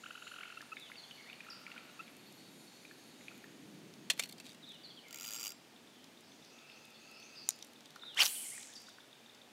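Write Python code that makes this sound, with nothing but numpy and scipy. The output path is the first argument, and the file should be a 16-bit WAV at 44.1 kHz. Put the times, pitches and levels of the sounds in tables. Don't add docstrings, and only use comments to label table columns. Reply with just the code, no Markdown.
import sys
import numpy as np
from scipy import signal
from scipy.fft import rfft, irfft
from scipy.io import wavfile

SR = 44100
rng = np.random.default_rng(int(sys.argv[2]) if len(sys.argv) > 2 else 0)


def voltage_ratio(decibels):
    exponent = np.asarray(decibels, float) / 20
    return 10 ** exponent


def pcm_store(signal):
    levels = np.round(np.clip(np.atleast_2d(signal), -1, 1) * 32767)
    wavfile.write(sys.argv[1], SR, levels.astype(np.int16).T)


N = 419832


def unit(x):
    return x / np.sqrt(np.mean(x ** 2) + 1e-20)


def noise():
    return rng.standard_normal(N)


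def drift(rate):
    knots = rng.standard_normal(400)
    return np.interp(np.arange(N) / SR * rate, np.arange(400), knots)


def in_time(rows):
    s, *columns = np.transpose(rows)
    t = np.arange(N) / SR
    starts_open = s[0] < .01
    gate = np.clip(np.minimum(t - s[0], s[-1] - t) / .02 + starts_open, 0, 1)
    return [gate * (t <= s[-1])] + [np.interp(t, s, c) for c in columns]


def band(x, lo_hz, hi_hz):
    return signal.sosfilt(signal.butter(2, [lo_hz, min(hi_hz, .45 * SR)], "band", fs=SR, output="sos"), x)


def ring(x, hz, t60):
    r, w = voltage_ratio(-60 / (t60 * SR)), 2 * np.pi * hz / SR
    return signal.lfilter([0, np.sin(w)], [1, -2 * r * np.cos(w), r * r], x + 1e-18)


def add(out, s, sound, peak_db):
    i = round(s * SR)
    out[i:i + len(sound)] += (voltage_ratio(peak_db) * sound / np.abs(sound).max())[:N - i]


def puff(rise_s, t60):
    t = np.arange(2600) / SR
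    return rng.standard_normal(len(t)) * (1 - np.exp(-t / rise_s)) * voltage_ratio(-60 * t / t60)


def chirp(length_s, hz_points, second_db=-40, rough=0.):
    u = np.linspace(0, 1, max(round(length_s * SR), 8))
    flutter = np.interp(u * length_s * 350, np.arange(60), rng.standard_normal((60, 2)) @ [1, 1j])
    hz = np.interp(u, np.linspace(0, 1, len(hz_points)), hz_points)
    hz = hz * (1 + 0.056 * rough * flutter.real)
    phase = 2 * np.pi * np.cumsum(hz) / SR
    shape = np.sin(np.pi * u) ** .5 * voltage_ratio(6 * rough * flutter.imag)
    return shape * (np.sin(phase) + voltage_ratio(second_db) * np.sin(2 * phase + 1))


def whistle(hz, width_hz, count=N):
    low_pass = signal.butter(2, width_hz / 2, fs=SR, output="sos")
    slow = signal.sosfilt(low_pass, rng.standard_normal((2, count)))
    phase = 2 * np.pi * np.cumsum(hz) / SR
    return np.pad(unit(slow[0] * np.sin(phase) + slow[1] * np.cos(phase)), (0, N - count))


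def woods(x, t60, gap_s):
    t = np.arange(SR) / SR
    tail = rng.standard_normal(SR) * voltage_ratio(-60 * t / t60) * (1 - np.exp(-t / gap_s))
    return signal.fftconvolve(x, tail / np.sqrt(np.sum(tail ** 2)))[:N]


def winding():
    # (time [s], level [dB])
    whirr = [(0.0, -63.5), (2.1, -67.5), (2.41, -64), (3.08, -65), (4.1, -71)]
    # (pitch [Hz], width [Hz], level [dB])
    gears = [(2404, 610, 7), (3600, 21, -2), (3810, 22, 2), (4400, 120, 9), (4820, 66, -7),
             (6040, 290, -5.5), (6500, 48, -1), (7000, 190, 2.5), (8600, 140, -13), (9400, 130, -14),
             (11300, 160, -14)]
    # (start [s], end [s], pitch [Hz], level over the whirr [dB])
    meshes = [(0, .5, 11200, -9), (0.05, .85, 9300, -12), (2.2, 3.9, 11250, -11), (2.52, 2.72, 9400, -6),
              (2.95, 3.15, 9400, -7), (3.4, 3.62, 6500, -4), (3.5, 4.0, 9350, -13), (2.3, 3.4, 8600, -13)]
    # (time [s], peak level [dB])
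    insect_pulses = [(1.052, -71), (1.1308, -69), (1.4416, -67), (1.513, -68), (1.5978, -66), (1.6894, -69),
                     (1.8352, -66), (1.9126, -64), (2.0233, -67), (2.0981, -66), (2.1829, -65), (2.2638, -64),
                     (2.3426, -63), (2.5057, -64), (2.585, -67), (2.7297, -65), (2.9118, -66), (2.9871, -68),
                     (3.3528, -68), (3.4291, -66)]
    gate, level_db = in_time(whirr)
    stop = round(whirr[-1][0] * SR)
    out = .5 * unit(band(noise(), 900, 13000))
    for hz, width_hz, db in gears:
        wander_hz = hz * (1 + .008 * drift(2.5))
        patch_db = 3.5 * drift(4.) + 3 * drift(25.)
        rub = whistle(wander_hz[:stop], max(2.5 * width_hz, 250), stop)
        out += 0.33 * voltage_ratio(db / 2 + patch_db) * rub
    out = out / np.std(out[:stop]) * 1.04
    t = np.arange(N) / SR
    for start, end, hz, db in meshes:
        spell = np.clip(np.minimum(t - start, end - t) / .07, 0, 1)
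        wander_hz = hz * (1 + .006 * drift(3.))
        out += spell * voltage_ratio(db - 3.5 + 3. * drift(12.)) * whistle(wander_hz[:stop], 420, stop)
    out *= gate * voltage_ratio(level_db)
    for s, db in insect_pulses:
        add(out, s - .005, chirp(.04, [12150, 12150], rough=.17), db - 6.5)
    return out


def knocks():
    # (time [s], peak level [dB], bright part [dB], pitch of the struck spot [Hz])
    hits = [(4.1004, -15.5, -13, 3750), (4.1055, -19.5, -15, 3000), (4.112, -31, -15, 2700),
            (4.118, -36, -12, 3740), (4.129, -46, -1, 3000), (4.1355, -45, 0, 2390), (4.168, -50, -4, 3500),
            (4.1767, -42, -6, 2790), (4.184, -46, -6, 3500), (4.1904, -36, -6, 2310),
            (4.195, -19.5, -14, 2250), (4.199, -24, -12, 2400), (4.2115, -44, -2, 2390),
            (4.216, -44, -2, 3500), (4.221, -44, -3, 4400), (4.2248, -34, -8, 5700),
            (4.2362, -29, -9, 3700), (4.2405, -37, -4, 3700), (4.251, -45, -4, 5500),
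            (4.2574, -40, -6, 4370), (4.274, -50, -2, 2730), (4.29, -47, 2, 4800), (4.2948, -41, -3, 5700),
            (4.311, -46, -2, 4390), (4.3245, -39, -3, 4760), (4.3816, -44, -8, 4420),
            (4.388, -50, -6, 3500), (4.3999, -37, -9, 2340), (4.408, -48, -6, 3500),
            (4.4418, -49, -4, 3290), (4.448, -49, -14, 4300), (4.4544, -44, -11, 4360),
            (4.4595, -48, -14, 5000), (4.465, -40, -11, 4480), (4.472, -48, -16, 4000),
            (4.479, -47, -14, 4400), (4.486, -47, -16, 4400), (4.4927, -41, -9, 4510),
            (4.501, -46, -14, 4200), (4.5094, -46, -16, 3810), (4.519, -47, -18, 4200),
            (4.531, -49, -18, 4000), (4.5465, -48, -14, 2600), (4.6907, -47, -8, 5800),
            (4.7194, -48, -16, 5000), (4.745, -50, -8, 5800)]
    # (pitch [Hz], level [dB])
    lure = [(1700, -38), (2350, -5.5), (2700, -1.5), (3240, -9), (3750, 1), (4450, 3), (5800, -8)]
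    lure_t60_s, thud_db = .011, -14
    out = np.zeros(N)
    for s, db, bright_db, spot_hz in hits:
        contact_s = .0047 + .00005 * (db + 20)
        touch = puff(contact_s / 4, 5 * contact_s)
        body = np.zeros(len(touch))
        for hz, mode_db in lure:
            nearness_db = -8 * abs(np.log2(hz / spot_hz))
            mode_hz = hz * (1 + 0.07 * rng.standard_normal())
            body += voltage_ratio(mode_db + nearness_db) * ring(touch, mode_hz, lure_t60_s)
        body = unit(body) + .9 * unit(band(touch, 2200, 8500))
        add(out, s - .0007, band(body, .42 * spot_hz, 16000), db)
        add(out, s - .0007, band(touch, 6000, 13500), db + bright_db)
        add(out, s - .0007, band(touch, 420, 800), db + thud_db - 12 * np.log2(spot_hz / 2350))
    return out


def drag():
    # (time [s], peak level [dB])
    pawl = [(5.0828, -46), (5.1083, -39), (5.1277, -37), (5.1442, -35), (5.1587, -36), (5.1726, -37),
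            (5.1861, -36), (5.1981, -35), (5.2096, -34), (5.2204, -34), (5.23, -36), (5.24, -36),
            (5.2464, -38), (5.25, -34), (5.2609, -34), (5.2699, -33), (5.2784, -33), (5.2874, -35),
            (5.2979, -35), (5.3068, -33), (5.3168, -34), (5.3258, -33), (5.3348, -31), (5.3443, -32),
            (5.3524, -32), (5.3614, -34), (5.3684, -38), (5.3764, -36), (5.3862, -35), (5.3956, -33),
            (5.4036, -33), (5.4104, -32), (5.4184, -34), (5.439, -31), (5.458, -30), (5.468, -30),
            (5.4784, -32), (5.4909, -34), (5.5044, -37), (5.5194, -37)]
    # (time [s], peak level [dB])
    further_teeth = [(5.4295, -34), (5.4492, -31)]
    # (pitch [Hz], level [dB], time to die by 60 dB [s])
    spool = [(1410, -19, 0.058), (3020, -19, 0.019), (4820, -12.5, 0.11), (5780, 0, 0.005),
             (6640, 3.5, 0.005), (7460, -21.5, 0.2), (9430, -11, .006), (12600, -23, 0.025)]
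    touch = np.zeros(N)
    for s, peak_db in pawl + further_teeth:
        add(touch, s - .0004, puff(.0006, .012), peak_db + 3.)
    body = sum(voltage_ratio(db - 18.5) * ring(touch, hz, t60) for hz, db, t60 in spool)
    return body + .95 * band(touch, 8300, 16000) + 0.8 * band(touch, 2200, 3900)


def bail():
    # (time [s], peak level [dB], ringing pitch [Hz])
    bail_snaps = [
        (7.4897, -12.5, 7000),
        (7.5063, -27, 6110),
        (8.2327, -15.5, 6600),
        (8.246, -25, 6040),
        (8.2504, -24, 6000),
        (8.2549, -18, 6160),
        (8.2593, -17.5, 6020),
        (8.2642, -17.5, 5900),
        (8.2784, -27, 6950),
    ]
    out = np.zeros(N)
    for s, db, hz in bail_snaps:
        touch = puff(.0001, .005)
        wire = unit(ring(touch, hz, 0.0077))
        spring = .15 * unit(ring(touch, 4400, 0.006))
        crack = 1.3 * unit(band(touch, 2500, 11000))
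        add(out, s, wire + spring + crack, db)
    return out


def snaps():
    # (time [s], bright part [dB], dull part [dB])
    cracks = [(.616, -51, -43), (.7978, -46, -63), (2.167, -48, -58), (2.324, -49, -57), (3.3774, -51, -58),
              (3.938, -53, -45), (6.042, -55, -46), (6.2073, -52, -62), (6.4477, -59, -48),
              (6.8528, -52, -62), (6.904, -53, -58), (7.1132, -51, -59), (7.2, -52, -53),
              (7.5592, -51, -60), (7.5887, -50, -48), (7.6251, -47, -35.5), (7.646, -45, -55),
              (7.669, -51, -62), (7.7333, -50, -52), (7.8066, -56, -46), (7.857, -52, -43.5),
              (7.9054, -54, -44), (7.9588, -50, -43), (8.629, -53, -42), (8.7367, -48, -41),
              (8.7644, -58, -40), (8.8172, -46, -57), (8.89, -52, -46), (9.348, -58, -46.5),
              (8.146, -48, -43)]
    # (time [s], peak level [dB])
    grit = [(0.0862, -53), (0.1276, -58), (0.3504, -55), (0.3954, -55), (0.4824, -56), (0.7552, -57),
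            (1.1189, -58), (1.1824, -59), (1.274, -53), (1.3309, -56), (1.503, -58), (1.717, -57),
            (1.7514, -58), (1.9126, -58), (1.9799, -60), (2.0228, -59), (2.0722, -53), (3.3533, -56),
            (3.4924, -61), (3.7464, -59), (3.8681, -57), (3.9564, -57)]
    # (time [s], peak level [dB])
    coil_slaps = [(8.3135, -43), (8.4254, -39), (8.4524, -40), (8.4774, -43), (8.5094, -48), (8.5384, -47),
                  (8.5574, -52), (8.6354, -53), (8.8024, -53)]
    out = np.zeros(N)
    for s, bright_db, dull_db in cracks:
        touch = puff(0.00084, .012)
        add(out, s - .0003, band(touch, 4700, 12400), bright_db)
        add(out, s - .0003, band(touch, 3000, 6400), dull_db)
    for s, db in grit + coil_slaps:
        add(out, s - .0003, band(puff(.0002, .006), 8000, 15500), db - 1.5)
    return out


def rod_whip():
    # (time [s], tip speed as whistle pitch [Hz], effort as rush of air [dB])
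    rod_swing = [
        (8.15, 1300, -54),
        (8.175, 1650, -44),
        (8.19, 2300, -35),
        (8.202, 2822, -31),
        (8.217, 3050, -29.5),
        (8.224, 2800, -30),
        (8.232, 1700, -31.5),
        (8.26, 1200, -42),
        (8.3, 900, -58),
    ]
    # (taut at [s], pitch then [Hz], glide [Hz/s], level [dB], slack at [s])
    line_whip = [
        (8.174, 3000, 30000, -37, 8.192),
        (8.199, 5600, -20000, -31.5, 8.212),
        (8.218, 4600, -30000, -30.5, 8.227),
    ]
    gate, tip_hz, rush_db = in_time(rod_swing)
    t = np.arange(N) / SR
    tip_db = -25 + 27 * np.log2(tip_hz / 3000)
    swing = voltage_ratio(tip_db) * whistle(tip_hz, 600)
    for taut, taut_hz, glide, whip_db, slack in line_whip:
        outside_s = np.maximum(np.maximum(taut - t, t - slack), 0)
        line_hz = taut_hz + glide * np.clip(t - taut, 0, slack - taut)
        swing += voltage_ratio(whip_db - 2500 * outside_s) * whistle(line_hz, 450)
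    swing += voltage_ratio(rush_db - 3.2 + 3. * drift(150.)) * unit(band(noise(), 650, 6800))
    return gate * swing


def payout():
    # (time [s], hiss level [dB], hiss centre [Hz])
    hiss_course = [
        (8.19, -51, 7000),
        (8.26, -47, 6970),
        (8.3, -44.5, 8900),
        (8.38, -45, 9700),
        (8.5, -47.5, 8300),
        (8.63, -54.5, 6900),
        (8.75, -63, 6380),
        (8.95, -70, 5470),
    ]
    dry_s = 8.27
    coils_per_s, slowing_per_s2, flutter_db, sway = 85, 70, 2.0, .08
    open_spool, hiss_db, hiss_hz = in_time(hiss_course)
    after_s = np.arange(N) / SR - dry_s

    slaps = (rng.random(N) < 160 / SR) * rng.exponential(1, N)
    slaps = signal.lfilter([1], [1, -voltage_ratio(-60 / (0.0099 * SR))], slaps) * noise()

    coil_rate = (coils_per_s - slowing_per_s2 * after_s) * voltage_ratio(2 * drift(25.))
    coils = np.cumsum(coil_rate) / SR
    sway_hz = hiss_hz * (1 + sway * np.sin(2 * np.pi * coils) + .06 * drift(30.))
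    core = unit(whistle(sway_hz, 1800) + .9 * whistle(1.04 * hiss_hz, 4500))
    depth_db = flutter_db * np.clip(5 * after_s, 0, 1.5)
    flutter = voltage_ratio(depth_db * (1 - 2 * (coils % 1)) + 2.2 * drift(60.))
    hiss = flutter * core + .07 * unit(band(slaps, 3000, 15000))

    spray_db = -40.5 - 130 * np.maximum(after_s, 0)
    spray = voltage_ratio(spray_db + 4.9 * drift(120.)) * unit(band(noise(), 9600, 16000))
    return open_spool * (voltage_ratio(hiss_db) * hiss + spray)


def cast():
    out = band(rod_whip() + payout(), 320, 19000)
    return out + voltage_ratio(-18.5) * woods(out, 1.0, 0.014)


def drips():
    # (time [s], peak level [dB], pitch [Hz])
    pops = [(0.2776, -43.5, 2830), (0.4335, -42.5, 2250), (0.608, -45, 1730), (0.6258, -50, 1320),
            (0.769, -40.5, 2230), (0.8998, -50, 1420), (0.9178, -42.5, 2130), (0.957, -48, 2730),
            (1.1108, -45, 3060), (1.2994, -45.5, 2500), (1.33, -44, 2850), (1.4057, -43.5, 2450),
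            (1.6663, -40.5, 2320), (1.717, -44, 2730), (1.7634, -49, 1470), (1.7788, -42.5, 2450),
            (2.0794, -48.5, 2400), (2.8515, -49, 2480), (2.9118, -49.5, 1720), (3.2111, -53, 2200),
            (3.283, -41.5, 2530), (3.3153, -54, 1390), (3.4423, -47, 1810), (5.2448, -41, 3070),
            (6.6992, -50, 2800), (7.9615, -47, 1410), (8.0353, -47.5, 1410), (8.5787, -47.5, 1923),
            (8.885, -54, 1470), (8.985, -51, 1540)]
    out, t = np.zeros(N), np.arange(600) / SR
    for s, db, hz in pops:
        cycles = hz * (.95 * t + 8 * t ** 2)
        bubble = np.sin(2 * np.pi * cycles) * (1 - np.exp(-t / 0.00013)) * voltage_ratio(-60 * t / 0.02)
        crack = band(puff(0.000085, 0.02), .6 * hz, 1.5 * hz)
        crack = band(crack, .55 * hz, 1.6 * hz)[:len(t)]
        add(out, s - .0005, bubble + 1.4 * crack, db + 5)
    return out + voltage_ratio(-7) * woods(out, 1.0, 0.001)


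def trills():
    # (start [s], beat [s], slowing [s per beat], peak level [dB], fade [dB per beat])
    near_trills = [
        (.0388, .0232, 0, -43.5, -.25),
        (1.4668, .0209, .00006, -53.5, -.22),
    ]
    # (start pitch [Hz], end pitch [Hz], octave level [dB])
    voices = [(1200, 1640, -2.5), (1200, 1520, -4)]
    trill_beats = [np.delete(np.arange(22), [2, 4, 7, 9, 11]), np.arange(21)]
    second_beat_db = [0, 7]
    out = np.zeros(N)
    for trill, beats, stress_db, voice in zip(near_trills, trill_beats, second_beat_db, voices):
        start, beat_s, slowing, peak_db, fade_db = trill
        start_hz, end_hz, octave_db = voice
        for k in beats:
            s = start + k * (beat_s + k * slowing / 2)
            db = peak_db + fade_db * k + stress_db * (k == 1) + 1.6 * rng.standard_normal()
            add(out, s - .003, chirp(0.0088, [start_hz, end_hz], second_db=octave_db, rough=0.16), db + 4)
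    return out


def clucks():
    # (time [s], peak level [dB], length [s])
    single_clucks = [
        (0.5725, -43, 0.011),
        (0.7198, -42, 0.017),
        (0.9004, -68, 0.016),
        (1.9935, -45, 0.02),
    ]
    out = np.zeros(N)
    for s, db, length_s in single_clucks:
        add(out, s - .002, chirp(length_s, [1270, 1310, 1350], second_db=0, rough=0.45), db + 6.5)
    return out


def ticks():
    tick_times = [5.7623, 5.874, 6.1739, 6.3195, 6.4238, 6.5879, 6.7176, 6.8483, 6.9596, 7.2275, 7.3582,
                  7.6111, 7.7603, 7.8645, 7.9952, 8.3564, 8.6038, 8.7296, 8.8687, 8.9017, 9.0044, 9.1292,
                  9.2609, 9.2963, 9.4165]
    out = np.zeros(N)
    for s in tick_times:
        hz = 3620 * (1 + .012 * rng.standard_normal())
        db = -56.5 + 1.1 * (s - tick_times[0])
        add(out, s - .001, chirp(0.0051, [0.92 * hz, 1.06 * hz]), db + 1.5)
    return out


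def far_trill():
    # (time [s], level [dB])
    far_course = [(6.49, -67), (7.374, -67.5), (7.5, -70)]
    out = np.zeros(N)
    for s in np.arange(far_course[0][0], far_course[-1][0], .0215):
        add(out, s, chirp(0.0125, [1200, 1420], second_db=9.5, rough=0.37), 8 + 3.5 * rng.standard_normal())
    return out * voltage_ratio(in_time(far_course)[1])


def frogs():
    near, dry, far = trills() + ticks(), clucks(), far_trill()
    echo = band(woods(near + .4 * dry, 1.0, 0.0067), 1670, 7100)
    return near + dry + voltage_ratio(-2.5) * echo + voltage_ratio(-7) * far + 1.2 * woods(far, 0.89, 0.013)


def sing(out, starts, notes, rough, note_db):
    for start, song_db, fade_db in starts:
        for (s, length_s, *hz), effort_db in zip(notes, note_db):
            add(out, start + s, chirp(length_s, hz, rough=rough), song_db + fade_db * s + effort_db)


def birds():
    # (time from start [s], length [s], start [Hz], middle [Hz], end [Hz])
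    song = [(0, .0372, 4015, 3484, 3890), (.036, .07, 4150, 3560, 3250), (.1, .04, 3250, 2980, 2780),
            (.208, .032, 4720, 4500, 4030), (.23, .021, 4170, 4075, 4240), (.272, .024, 3550, 3300, 3100),
            (.338, .042, 3750, 3080, 2900), (.41, .05, 2400, 2200, 2000), (.497, .062, 1750, 2280, 2560),
            (.673, .03, 1550, 1750, 1950), (.741, .012, 5650, 5100, 4550), (.752, .022, 4500, 4900, 4500)]
    song_stress_db = [0, 0, -5, 0, -2, -2, -1, 0, 1, -4, 0, -1]
    # (time [s], level [dB], fade [dB/s])
    song_starts = [
        (.758, -49, 1.5),
        (4.626, -48.5, -1.5),
        (8.012, -46, -6),
    ]
    phrase_times = [6.201, 6.419, 6.66, 6.901, 7.12, 7.341]
    # (time from start [s], length [s], start [Hz], middle [Hz], end [Hz])
    phrase = [
        (0, .06, 5500, 4700, 4050),
        (.078, .05, 5900, 6300, 7000),
        (.13, .04, 4270, 4730, 5170),
    ]
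    # (time [s], length [s], start [Hz], middle [Hz], end [Hz])
    strays = [(5.9, .12, 3500, 3150, 3050), (6.88, .05, 3800, 3400, 3700), (7.065, .03, 4600, 4300, 4050),
              (7.12, .1, 3000, 2500, 2200), (7.275, .06, 2200, 2600, 2800), (2.2, .05, 3900, 3800, 3750),
              (7.875, .04, 4450, 4100, 3600)]
    near, far = np.zeros((2, N))
    effort_db = [5.5 * np.log2(note[3] / 3500) + stress for note, stress in zip(song, song_stress_db)]
    sing(near, song_starts, song, .42, effort_db)
    swelling = [(s, -53.5 + 10.5 * (s - phrase_times[0]), -40) for s in phrase_times]
    sing(far, swelling, phrase, .8, [0] * len(phrase))
    sing(far, [(0, -53.5, 0)], strays, .55, [0] * len(strays))
    near_echo = voltage_ratio(-1.5) * woods(near, .8, .004)
    far_echo = voltage_ratio(-4) * woods(far, .55, .015)
    return .95 * near + near_echo + 0.2 * far + far_echo


def lapping():
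    # (time [s], level [dB])
    wavelets = [
        (.7, -76),
        (1.1, -66.5),
        (1.9, -66),
        (2.4, -76),
    ]
    rocking, wash_db = in_time(wavelets)
    return rocking * voltage_ratio(wash_db + 2.5 * drift(14.)) * unit(band(noise(), 550, 3200))


def air():
    # (pitch [Hz], level per Hz [dB])
    hush = [(18, -66), (30, -52), (53, -29.5), (145, -7.5), (184, -20), (227, 0), (273, -5.5), (889, -10),
            (1010, -14), (2010, -13.5), (2480, -13), (3580, -14), (3980, -15), (6900, -21), (16000, -31.5)]
    # (time [s], level [dB])
    far_rumble = [(0.0, -67.5), (2.6, -54.5), (2.73, -60.5), (3.84, -49.5), (5.19, -62), (6.55, -60.5),
                  (6.6, -71), (7.66, -62.5), (9.52, -73)]
    hz, db = np.transpose(hush)
    grid_hz = np.maximum(np.arange(N // 2 + 1) * SR / N, 1)
    colour = voltage_ratio(np.interp(np.log(grid_hz), np.log(hz), db))
    floor = unit(irfft(rfft(noise()) * colour, N))
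    rumble = unit(band(band(noise(), 150, 325), 98, 900))
    return voltage_ratio(-61) * floor + voltage_ratio(in_time(far_rumble)[1] - 6.5) * rumble


def scene():
    tackle = knocks() + drag() + bail() + snaps()
    hull_echo = band(woods(tackle, 0.12, 0.0011), 670, 7700)
    tackle = band(tackle, 720, 26000) + voltage_ratio(-15) * hull_echo
    return (winding() + tackle + cast() + drips() + frogs() + birds() + lapping() + air())[None]


def band_limit(x):
    return signal.sosfilt(signal.butter(12, 16820, fs=SR, output="sos"), x)


def record(dry):
    mix = dry + voltage_ratio(-88) * band(noise(), 12, 60)
    mix = signal.sosfilt(signal.cheby2(10, 40, 16700, fs=SR, output="sos"), mix)
    mix = signal.sosfilt(signal.cheby2(10, 20, 15950, fs=SR, output="sos"), mix)
    return band_limit(mix)


dry = scene()
out = record(dry)
pcm_store(out)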